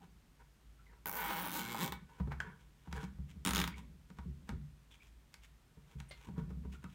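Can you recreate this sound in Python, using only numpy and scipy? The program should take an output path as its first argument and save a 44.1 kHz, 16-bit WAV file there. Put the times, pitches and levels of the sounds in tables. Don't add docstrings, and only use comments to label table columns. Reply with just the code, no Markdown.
import sys
import numpy as np
from scipy import signal
from scipy.fft import rfft, irfft
from scipy.io import wavfile
from scipy.ndimage import uniform_filter1d

SR = 44100
rng = np.random.default_rng(int(sys.argv[2]) if len(sys.argv) > 2 else 0)


def generate_wav(sig):
    pcm = np.round(np.clip(np.atleast_2d(sig).T, -1, 1) * 32767).astype(np.int16)
    wavfile.write(sys.argv[1], SR, pcm)


N = 306054

# frequency in Hz, level in dB.
AIR_SPECTRUM = [(12, -42.5), (20, -13), (43, -2), (65, -9.5), (101, -12.5), (158, -12), (527, -28.5),
                (825, -29), (1150, -29), (3160, -33), (4940, -37), (8650, -39), (10500, -42.5),
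                (14300, -42), (16000, -49.5)]
PRESS_SPECTRUM = [(25, -18), (70, 7), (100, -11.5), (145, 0), (220, -1.5), (300, -17), (500, -21),
                  (900, -38), (3000, -61.5)]
RUB_SPECTRUM = [(200, -23.5), (450, 4), (660, -22.5), (920, 0.5), (1250, -7), (1600, -4.5), (2100, -12.5),
                (4000, -28.5), (16000, -50)]
SCRAPE_SPECTRUM = [(600, -12.5), (1600, 0), (2400, 4), (3400, 2), (4500, -10), (5600, -7), (6700, -5),
                   (9000, -11.5), (10500, -16), (16000, -18)]
FLEX_SPECTRUM = [(40, -26), (110, -15), (180, -0.5), (260, -7), (340, -10.5), (600, -21.5), (1500, -36.5)]
PAWL_SLACK_SPECTRUM = [(500, -5), (2000, -3), (3200, -18), (5500, -10.5), (7200, -10), (8000, -12),
                       (9300, -3.5), (10500, -7.5), (13000, 1), (15300, 7.5), (16200, -7.5)]
PAWL_SNUG_SPECTRUM = [(500, -16), (2400, -3.5), (3600, 3.5), (5200, -5.5), (7000, 0), (8600, -2),
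                      (10500, -10), (12000, 0), (13500, 1.5), (15300, 0.5), (16200, -11)]
PAWL_HARD_SPECTRUM = [(500, -13), (2000, -17), (3500, 10), (4400, -16), (5450, 5), (5950, -9), (6400, 3),
                      (6700, 2), (7050, 11), (7600, 2), (8600, 4), (9400, 14), (10600, -6), (13000, -5),
                      (15500, -6)]
PAWL_PINNED_SPECTRUM = [(500, -9), (2000, -13), (3600, 11.5), (4400, -2), (5450, 5), (5950, -8), (6400, 10),
                        (6700, 6), (7050, 14.5), (7600, -16), (9200, 3), (10600, -4), (15500, -5)]
WALL_SLACK_SPECTRUM = [(150, -17.5), (450, 4), (700, -11.5), (850, 7.5), (1250, 0.5), (1550, 2.5),
                       (2000, -3.5), (2500, -6), (3000, 1.5), (3700, -2), (5000, -10.5), (10000, -18),
                       (16000, -21)]
WALL_TIGHT_SPECTRUM = [(150, -25), (450, -1), (680, -7), (900, 5), (1500, 5), (2700, 2), (3700, 2),
                       (4500, -5.5), (7000, -10.5), (11000, -15), (16000, -12)]

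# frequency in Hz, level in dB, t60 in seconds.
BUCKET_MODES = [(72.2, -1, 0.28), (140.9, 3.5, 0.47), (175.2, -3, 0.11), (204.5, -1, 0.18),
                (235, -16, 0.023), (292, -6.5, 0.023), (368, -16, 0.12), (439, -11, 0.088)]
WALL_MODES = [(805.5, 7, 0.16), (938.7, 11, 0.06), (997, 4.5, 0.052), (1066, -2, 0.048), (1124, -3, 0.2),
              (1262, -5, 0.19), (1490, 5, 0.18), (1525, 5, 0.051), (1740, -9, 0.032), (2170, -2.5, 0.1),
              (2240, -1, 0.1), (2260, 1.5, 0.18), (2690, -9.5, 0.24), (3510, -11, 0.083)]
FREE_END_MODES = [(606, 1, 0.04), (1290, -1.5, 0.033)]
POP_MODES = [(870, -8.5, 0.098), (1489, 1.5, 0.027), (1670, 4, 0.017), (2670, -13, .02), (3040, -16, 0.033),
             (3255, -12.5, 0.049), (5130, -22, 0.035)]
BAR_MODES = [(585, 9, 0.025), (960, -15, 0.1), (2070, 2, 0.16), (2140, 3, 0.11), (2810, -8, 0.14),
             (4280, -1, 0.1), (4270, -1, 0.16), (4740, -10, 0.087)]

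# centre in Hz, width in Hz, level in dB.
HUM_BANDS = [(55, 5.9, -64), (144.6, 11, -77.5)]
# frequency in Hz, t60 in seconds.
ROOM_T60 = [(100, 0.73), (500, 0.16), (2000, 0.37), (5000, 0.21), (15000, 0.097)]
# start in seconds, hold in seconds, relative level in dB.
GRIPS = [(0, 0.019, -56), (1.87, 0.084, -53.5), (2.2, 0.25, -59), (2.87, 0.59, -61), (3.692, 0.23, -56),
         (4.23, 0.29, -58), (6.268, 0.38, -50)]
# start and length in seconds, relative level in dB, share on the strap 0-1.
SLIDES = [(0, 0.065, -70.5, 0.14), (.391, 0.041, -65.5, 0.01), (.84, 0.18, -69.5, 0),
          (2.067, 0.13, -64.5, 0.07), (2.3, 0.047, -54.5, 0.01), (2.37, 0.18, -61.5, 0),
          (2.918, 0.15, -55, 0.17), (3.277, 0.056, -66, 0.94), (3.75, 0.071, -61, 0.6),
          (6.34, 0.13, -67.5, 0.02), (4.9, 0.073, -64.5, 0.94), (5, 0.11, -69, 1), (5.411, 0.057, -68, 1),
          (5.85, 0.11, -69.5, 0.42), (6.045, 0.2, -73, 0.78), (6.17, 0.15, -66.5, 0.36),
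          (6.713, 0.063, -68, 0.94), (6.88, .07, -68, 1)]
# start and length in seconds, relative level in dB, start and end pitch in Hz.
CREAKS_AND_RING = [(0, 0.052, -67, 820, 820), (0.783, 0.043, -71, 1340, 1380),
                   (0.85, 0.076, -71.5, 2207, 1740), (2.09, 0.046, -66, 910, 950),
                   (2.5, 0.047, -64.5, 1582, 1498), (2.956, 0.071, -56, 1770, 1380),
                   (3.683, 0.091, -61, 2300, 2240), (4.903, 0.052, -67, 3460, 3100),
                   (4.993, 0.046, -67, 2330, 2500), (6.086, 0.021, -63.5, 9200, 8700),
                   (6.227, 0.076, -69.5, 1050, 920), (6.744, 0.022, -62.5, 1420, 1350),
                   (6.843, 0.029, -61.5, 1300, 1310)]
# peak time and half length in seconds,
# peak teeth per second, force on the pawl and on the bucket in dB.
TUGS = [(1.076, .019, 133, 4, -2), (1.179, .0526, 250, 4, -1), (1.289, .0462, 302, 1, 0.5),
        (1.409, .0803, 183, 2.5, 0), (1.565, .0395, 269, 7, -5.5), (1.703, .1417, 121, -3, -3),
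        (1.827, .0362, 130, 8.5, 4)]
# teeth per second, gain in dB.
TOOTH_STICK = [(10, 4), (60, -1.5)]
# start in seconds, relative level in dB, centre in Hz.
BAR_KNOCKS = [(1.305, -10, 970), (1.463, -15.5, 860), (1.745, -13, 970), (2.318, -17.5, 1170)]
# start in seconds, relative level in dB, hardness 0-1, extra boom in dB.
BUMPS = [(2.199, -3.5, 0.28, -1.5), (2.273, -7, 0.24, -3.5), (2.468, -20.5, 0.37, -2.5),
         (3.041, -24.5, 1, -6), (2.873, -15.5, 0.34, -2), (2.927, -8.5, 0.62, -3.5),
         (2.97, -14.5, 0.55, -9), (3.031, -16, 0.57, 1), (3.185, -8, 0.09, -1.5), (3.358, -14.5, 0, 0),
         (3.545, -16, 0, 2), (4.102, -24.5, 0.58, 0.5), (4.1863, -12, 0.52, -3.5), (4.25, -12.5, 0, 1.5),
         (4.278, -15.5, 0, -0.5), (4.4914, -9, 0.59, -7), (4.5, -15, .45, -2), (4.522, -9, 0.14, 2),
         (4.558, -13.5, 0, 0.5), (5.3413, -18, 1, 0), (5.769, -21, 0.21, -3), (5.953, -10.5, 0, -1),
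         (6.0018, -16.5, 0.79, 2.5), (6.286, -16, 0.3, 1), (6.376, -11.5, 0.21, 4.5),
         (6.394, -18, 0.45, 2.5), (6.505, -21, 0.51, 8), (6.649, -18.5, 0.36, 3.5), (6.736, -24, 0.55, -1),
         (6.841, -16, 0.58, -2)]
# hardness 0-1, knock centre in Hz, gains of knock, tick and boom in dB.
CONTACTS = [(0, 1190, -45.5, -51, -0.5), (.3, 910, -16, -60, 2), (.5, 1110, -13, -34.5, -0.5),
            (.6, 1450, -10.5, -18, 3.5), (1, 2080, -12.5, -11, -23)]
# start in seconds, force on the pawl and on the bucket in dB.
CRACKS = [(3.4508, 0, -3.5), (3.4617, -2, -2.5), (3.4722, -2, 1), (3.4806, -4, -3), (3.4907, -2.5, -2.5),
          (3.5077, -3.5, -0.5), (3.5345, 0.5, -2), (3.549, 4, -2), (3.559, 5, -2.5), (3.568, 1, 0.5),
          (3.5791, 2.5, -1.5), (3.59, -6, 0.5), (3.601, 1.5, 0), (3.6153, -6, 0.5), (3.64, 0, -2),
          (3.6766, -4, -5.5)]
# time in seconds, frequency in Hz.
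BOOM_GLIDE = [(3.49, 250), (3.56, 168.5)]

BAND_LIMIT_HZ = 16000
CLATTER_T60_S = .045


def gain_of(db):
    return 10 ** (np.asarray(db) / 20)


def unit_rms(x):
    return x / np.sqrt(np.mean(x ** 2) + 1e-20)


def unit_energy(x):
    return x / np.sqrt(np.sum(x ** 2) + 1e-20)


def at_hz(points, hz):
    f, value = np.transpose(points)
    return np.interp(np.log(hz + 1), np.log(f + 1), value)


def add(mix, start_s, sound):
    part = mix[max(round(start_s * SR), 0):][:len(sound)]
    part += sound[:len(part)]


def colour(x, spectrum, size=4096):
    log_gain = np.log(gain_of(at_hz(spectrum, abs(np.fft.fftfreq(size, 1 / SR)))))
    taps = np.fft.ifft(np.exp(np.conj(signal.hilbert(log_gain)))).real[:size // 2]
    return signal.fftconvolve(x, taps)[:len(x)]


def burst(spectrum, t60_s, size=8192):
    bins = rfft(rng.standard_normal(size) * gain_of(-60 * np.arange(size) / SR / t60_s))
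    bins /= np.sqrt(uniform_filter1d(abs(bins) ** 2, size=max(int(8 * size / SR / t60_s), 3)))
    fade = signal.windows.tukey(2 * size, .5)[size:]
    return unit_energy(colour(irfft(bins, size) * fade, spectrum))


def ring(modes, spread_db=0, size=8192):
    t, out = np.arange(size) / SR, np.zeros(size)
    for k, (hz, db, t60_s) in enumerate(modes):
        wave = unit_energy(np.sin(2 * np.pi * hz * t) * np.exp(-np.log(1000) * t / t60_s))
        out += gain_of(db + spread_db * rng.standard_normal()) * (-1) ** k * wave
    return unit_energy(out)


def snap(spectrum, t60_s, rattle, size=8192):
    release = unit_energy(colour(signal.unit_impulse(size), spectrum))
    return unit_energy(release + rattle * burst(spectrum, t60_s))


def soften(sound, rise_s):
    return unit_energy(sound * -np.expm1(-np.arange(len(sound)) / SR / rise_s))


def background(hiss_above_300_hz_db=-73.5):
    air = colour(rng.standard_normal(N), AIR_SPECTRUM)
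    air /= np.std(signal.sosfilt(signal.butter(4, 300, "high", fs=SR, output="sos"), air))
    hz, hum = np.fft.rfftfreq(N, 1 / SR), np.zeros(N)
    for centre_hz, width_hz, db in HUM_BANDS:
        band = rfft(rng.standard_normal(N)) / (1 + (2 * (hz - centre_hz) / width_hz) ** 2)
        hum += gain_of(db) * unit_rms(irfft(band, N))
    return gain_of(hiss_above_300_hz_db) * air + hum


def hand_rumble(gain_db=-2, attack_s=0.0034, release_db_per_s=126):
    pressure = rng.standard_normal(N)
    flex = unit_rms(colour(pressure, PRESS_SPECTRUM))
    boom = unit_rms(signal.fftconvolve(pressure, ring(BUCKET_MODES))[:N])
    t, weight = np.arange(N) / SR, np.zeros(N)
    for s, hold_s, db in GRIPS:
        attack = np.clip((t - s) / attack_s, 0, 1)
        weight += attack * gain_of(db - release_db_per_s * np.maximum(t - s - hold_s, 0))
    return gain_of(gain_db) * weight * unit_rms(flex + 0.35 * boom)


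def strokes(skid_lead_s=0.022, skid_s=0.034, skid_db=-41, fidgets_per_s=2.5, fidget_db=-82.5):
    skids = [(s - skid_lead_s, skid_s, db + contact(hardness)[1] + skid_db, hardness ** 2)
             for s, db, hardness, _ in BUMPS]
    fidgets = [(when * N / SR, 0.13 * (.5 + length), fidget_db, share)
               for when, length, share in rng.random((round(fidgets_per_s * N / SR), 3))]
    return SLIDES + skids + fidgets


def finger_slides(gain_db=-1, slips_per_s=2500, ribs_per_s=260, catch_s=0.013, catch_db=3.5):
    slipping = rng.random(N) < slips_per_s / SR
    slips = slipping * gain_of(3 * np.minimum(rng.exponential(1, N), 4)) * rng.choice([-1, 1], N)
    ringing = unit_rms(signal.fftconvolve(slips, ring(WALL_MODES))[:N])
    rub = unit_rms(unit_rms(colour(slips, RUB_SPECTRUM)) + 0.77 * ringing)
    ribs = (rng.random(N) < ribs_per_s / SR) * rng.standard_normal(N)
    scrape = unit_rms(colour(unit_rms(slips) + unit_rms(ribs), SCRAPE_SPECTRUM))
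    on_bucket, on_strap = np.zeros(N), np.zeros(N)
    for s, length_s, db, share in strokes():
        swell = gain_of(db + gain_db) * unit_rms(signal.windows.tukey(int(length_s * SR), .7))
        add(on_bucket, s, np.sqrt(1 - share) * swell)
        add(on_strap, s, np.sqrt(share) * swell)
    catches = np.interp(np.arange(N) / SR / catch_s, np.arange(N), rng.standard_normal(N))
    return (on_bucket * rub + on_strap * scrape) * unit_rms(gain_of(catch_db * catches))


def resonate(x, hz, width_hz):
    turn, r = np.exp(2j * np.pi * np.cumsum(hz) / SR), np.exp(-np.pi * width_hz / SR)
    return (turn * signal.lfilter([(1 - r) ** 2], [1, -2 * r, r * r], x / turn)).real


def creaks_and_ring(gain_db=-1, pulses_per_s=450, uneven_db=4, relative_width=0.12):
    out = np.zeros(N)
    for s, length_s, db, start_hz, end_hz in CREAKS_AND_RING:
        swell = signal.windows.tukey(int(length_s * SR), .7)
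        jitter, force, rough = rng.standard_normal((3, SR))[:, :len(swell)]
        cycles = np.maximum.accumulate(np.cumsum(pulses_per_s * (1 + 3 * jitter)) / SR)
        pulses = np.diff(np.floor(cycles), prepend=0) * gain_of(uneven_db * force) + .03 * rough
        hz, tone = np.linspace(start_hz, end_hz, len(swell)), 0
        for ratio, partial_db in [(1, 9), (2.05, -9)]:
            partial = resonate(pulses, ratio * hz, relative_width * ratio * start_hz)
            tone += gain_of(partial_db) * unit_rms(partial)
        add(out, s, gain_of(db + gain_db) * unit_rms(swell * tone))
    return out


def teeth(start_s=1.0581, end_s=1.9226):
    t = np.arange(start_s, end_s, 1 / SR)
    speeds = np.array([peak * np.exp(-((t - s) / half_s) ** 2) for s, half_s, peak, *_ in TUGS])
    teeth_per_s = speeds.sum(0) + 1e-9
    pawl_db, bucket_db = np.array(TUGS)[:, -2:].T @ speeds / teeth_per_s
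    passed = np.cumsum(teeth_per_s) / SR
    drawn = np.linspace(0, 1, round(passed[-1]) + 1)
    at = np.searchsorted(passed / passed[-1], drawn)
    return zip(t[at], teeth_per_s[at], drawn, pawl_db[at], bucket_db[at])


def loop_ring(slack_hz, mode_db, drawn, rise_oct=1.0, t60_s=.008, size=1024):
    hz, t = slack_hz * 2 ** (rise_oct * drawn), np.arange(size) / SR
    strength = gain_of(mode_db + 4 * rng.standard_normal(len(hz))) * (-1) ** np.arange(len(hz))
    waves = (strength * (hz < BAND_LIMIT_HZ)) @ np.sin(2 * np.pi * hz[:, None] * t)
    return (1 - 0.82 * drawn) * unit_energy(waves * np.exp(-np.log(1000) * t / t60_s))


def pawl_click(loop, snug):
    rattle = burst([(500, 0), (16000, 0)], t60_s=.006, size=1024)
    release = signal.unit_impulse(1024) + 1.05 * loop + .5 * rattle
    slack_click = unit_energy(colour(release, PAWL_SLACK_SPECTRUM))
    snug_click = unit_energy(colour(release, PAWL_SNUG_SPECTRUM))
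    return unit_energy((1 - snug) * slack_click + snug * snug_click)


def wall_response(spectrum, modes_db):
    clatter = burst(spectrum, CLATTER_T60_S)
    return unit_energy(clatter + gain_of(modes_db) * ring(WALL_MODES, spread_db=3.8))


def wall_shake(spots, drawn, loose_treble_db=-10):
    position = drawn * (len(spots) - 1)
    wall = unit_energy(sum(max(1 - abs(position - k), 0) * spot for k, spot in enumerate(spots)))
    wall = unit_energy(wall + .55 * burst(WALL_TIGHT_SPECTRUM, t60_s=.008))
    return unit_energy(colour(wall, [(2100, 0), (3600, loose_treble_db * (1 - drawn) ** 2)], size=1024))


def free_end_groan(drawn, fall_oct=2.067, wobble_oct=0.16):
    sag_oct = fall_oct * drawn + wobble_oct * rng.standard_normal()
    return ring([(hz / 2 ** sag_oct, db, t60_s) for hz, db, t60_s in FREE_END_MODES], spread_db=5.8)


def long_pull(click_db=-19, wall_db=-18, groan_db=-31, boom_db=-34, hurry_db_per_hz=-0.0223,
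              loop_modes=42, loop_spacing_hz=390):
    spots = [wall_response(WALL_SLACK_SPECTRUM, modes_db=-1) for _ in range(8)]
    loop_hz = loop_spacing_hz * (np.arange(loop_modes) + 1 + .6 * rng.random(loop_modes))
    loop_db = 4 * rng.standard_normal(loop_modes)
    flex, out = burst(FLEX_SPECTRUM, t60_s=0.056), np.zeros(N)
    for s, teeth_per_s, drawn, pawl_db, bucket_db in teeth():
        s += .00006 * rng.standard_normal()
        stick_db = np.interp(teeth_per_s, *np.transpose(TOOTH_STICK))
        tooth_db = pawl_db + stick_db + hurry_db_per_hz * teeth_per_s + 2.5 * rng.standard_normal()
        shake_db = bucket_db + stick_db + 2.5 * rng.standard_normal()
        loop = loop_ring(loop_hz, loop_db, drawn + .02 * rng.standard_normal())
        snug = np.interp(s, [1.49, 1.62], [0, 1])
        add(out, s, gain_of(click_db + tooth_db - 4 * drawn) * pawl_click(loop, snug))
        add(out, s, gain_of(wall_db + shake_db - drawn) * wall_shake(spots, drawn))
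        add(out, s, gain_of(groan_db + stick_db + 5 * drawn) * free_end_groan(drawn))
        boom = unit_energy(flex + 0.67 * burst(FLEX_SPECTRUM, t60_s=0.077))
        add(out, s, gain_of(boom_db + bucket_db + 14 * drawn ** 2) * boom)
    return out


def wall_knock(hz, held_t60_s=0.21):
    spectrum = [(hz / 8, -24), (hz / 3.1, -12), (hz, 0), (hz * 2, -12), (hz * 8, -38.4)]
    held_modes = [(f, db, 1 / (1 / t60_s + 1 / held_t60_s)) for f, db, t60_s in WALL_MODES]
    ringing = unit_energy(colour(ring(held_modes, spread_db=1), spectrum))
    clatter = burst(spectrum, t60_s=0.042 * 1300 / hz)
    return soften(clatter + (800 / hz) * ringing, rise_s=0.0008 * (900 / hz) ** 4)


def bar_knocks(gain_db=-1):
    out = np.zeros(N)
    for s, db, hz in BAR_KNOCKS:
        add(out, s, gain_of(db + gain_db) * wall_knock(hz))
    return out


def contact(hardness):
    steps, *columns = np.transpose(CONTACTS)
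    return [np.interp(hardness, steps, column) for column in columns]


def bucket_boom(push_db, hardness, heavy_db=-12, nail_s=0.00043, flesh_s=0.0044):
    load = np.exp(.03 * rng.standard_normal())
    modes = ring([(hz * load, db, t60_s) for hz, db, t60_s in BUCKET_MODES], spread_db=4.7)
    boom = modes + 0.83 * burst(PRESS_SPECTRUM, t60_s=0.084)
    softness = (1 - hardness) ** 4
    tilt = [(80, 0.1 * max(push_db - heavy_db, 0)), (140, 0.0071), (230, 0), (450, -8 * softness)]
    return soften(colour(boom, tilt), rise_s=nail_s + flesh_s * softness)


def bumps(gain_db=-1):
    out = np.zeros(N)
    for s, db, hardness, lean_db in BUMPS:
        hz, knock_db, tick_db, boom_db = contact(hardness)
        add(out, s, gain_of(db + knock_db) * wall_knock(hz))
        tick = snap([(1000, -18), (3500, -4.5), (7000, -7), (16000, -24)], t60_s=0.011, rattle=2)
        add(out, s, gain_of(db + tick_db) * tick)
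        add(out, s, gain_of(db + boom_db + lean_db) * bucket_boom(db, hardness))
    return gain_of(gain_db) * out


def tie_pop(start_s=2.4025, energy_db=-9.5, tick_db=-18, rattle_db=-6):
    out = np.zeros(N)
    tick = snap([(1000, -4), (3000, -3), (7000, 12), (16000, -35)], t60_s=0.021, rattle=1)
    rim_spectrum = [(300, -16), (900, -3.5), (1650, 6), (2200, -9), (3200, -11), (8000, -31.5)]
    rattle = burst(rim_spectrum, t60_s=0.07)
    pop = ring(POP_MODES) + gain_of(tick_db) * tick + gain_of(rattle_db) * rattle
    add(out, start_s, gain_of(energy_db) * unit_energy(pop))
    return out


def hard_pull(crack_db=-13.5, wall_db=-11, boom_db=-9):
    wall, out = wall_response(WALL_TIGHT_SPECTRUM, modes_db=-12), np.zeros(N)
    for (s, pawl_db, bucket_db), drawn in zip(CRACKS, np.linspace(0, 1, len(CRACKS))):
        pinned = np.interp(s, [3.48, 3.55], [0, 1])
        hard_snap = snap(PAWL_HARD_SPECTRUM, t60_s=.008, rattle=1.6)
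        pinned_snap = snap(PAWL_PINNED_SPECTRUM, t60_s=.008, rattle=1.6)
        crack = unit_energy((1 - pinned) * hard_snap + pinned * pinned_snap)
        add(out, s, gain_of(crack_db + pawl_db - 5.5 * drawn) * crack)
        shake = unit_energy(wall + burst(WALL_TIGHT_SPECTRUM, t60_s=.014))
        add(out, s, gain_of(wall_db + bucket_db + drawn) * shake)
        boom = ring([(np.interp(s, *np.transpose(BOOM_GLIDE)), 0, .07)])
        flex = 0.69 * burst(FLEX_SPECTRUM, t60_s=0.051) + 0.54 * burst(PRESS_SPECTRUM, t60_s=0.14)
        add(out, s, gain_of(boom_db + bucket_db - 4 * drawn) * soften(boom + flex, rise_s=0.0022))
    return out


def bar_clink(start_s=6.109, energy_db=-22.5):
    out = np.zeros(N)
    spectrum = [(400, -3), (2000, -2), (4400, 0), (5200, -8), (7000, -16), (16000, -28)]
    scratch = burst(spectrum, t60_s=.09, size=32768)
    clink = soften(ring(BAR_MODES, size=32768) + 0.67 * scratch, rise_s=0.002)
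    add(out, start_s, gain_of(energy_db) * clink)
    return out


def reflections(x, delay_s=.008):
    hz, t, bands = signal.stft(rng.standard_normal(SR), SR, nperseg=256)
    decay = np.exp(-np.log(1000) * t / at_hz(ROOM_T60, hz)[:, None])
    tail = unit_energy(signal.istft(bands * decay, SR, nperseg=256)[1])
    tail = colour(tail, [(100, -9.5), (500, -7), (2000, -11.5), (6000, -11), (15000, -6)])
    out = np.zeros(N)
    add(out, delay_s, signal.fftconvolve(x, tail))
    return out


def scene():
    near = long_pull() + hard_pull() + bumps() + bar_knocks() + tie_pop() + bar_clink()
    near += hand_rumble() + finger_slides() + creaks_and_ring()
    return (near + reflections(near) + background())[None]


def record(dry):
    thinned = signal.sosfilt(signal.butter(3, 38, "high", fs=SR, output="sos"), dry)
    lowpass = signal.firwin(401, BAND_LIMIT_HZ, window=("kaiser", 8), fs=SR)
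    return signal.oaconvolve(thinned, lowpass[None], "same")


dry = scene()
out = record(dry)
generate_wav(out)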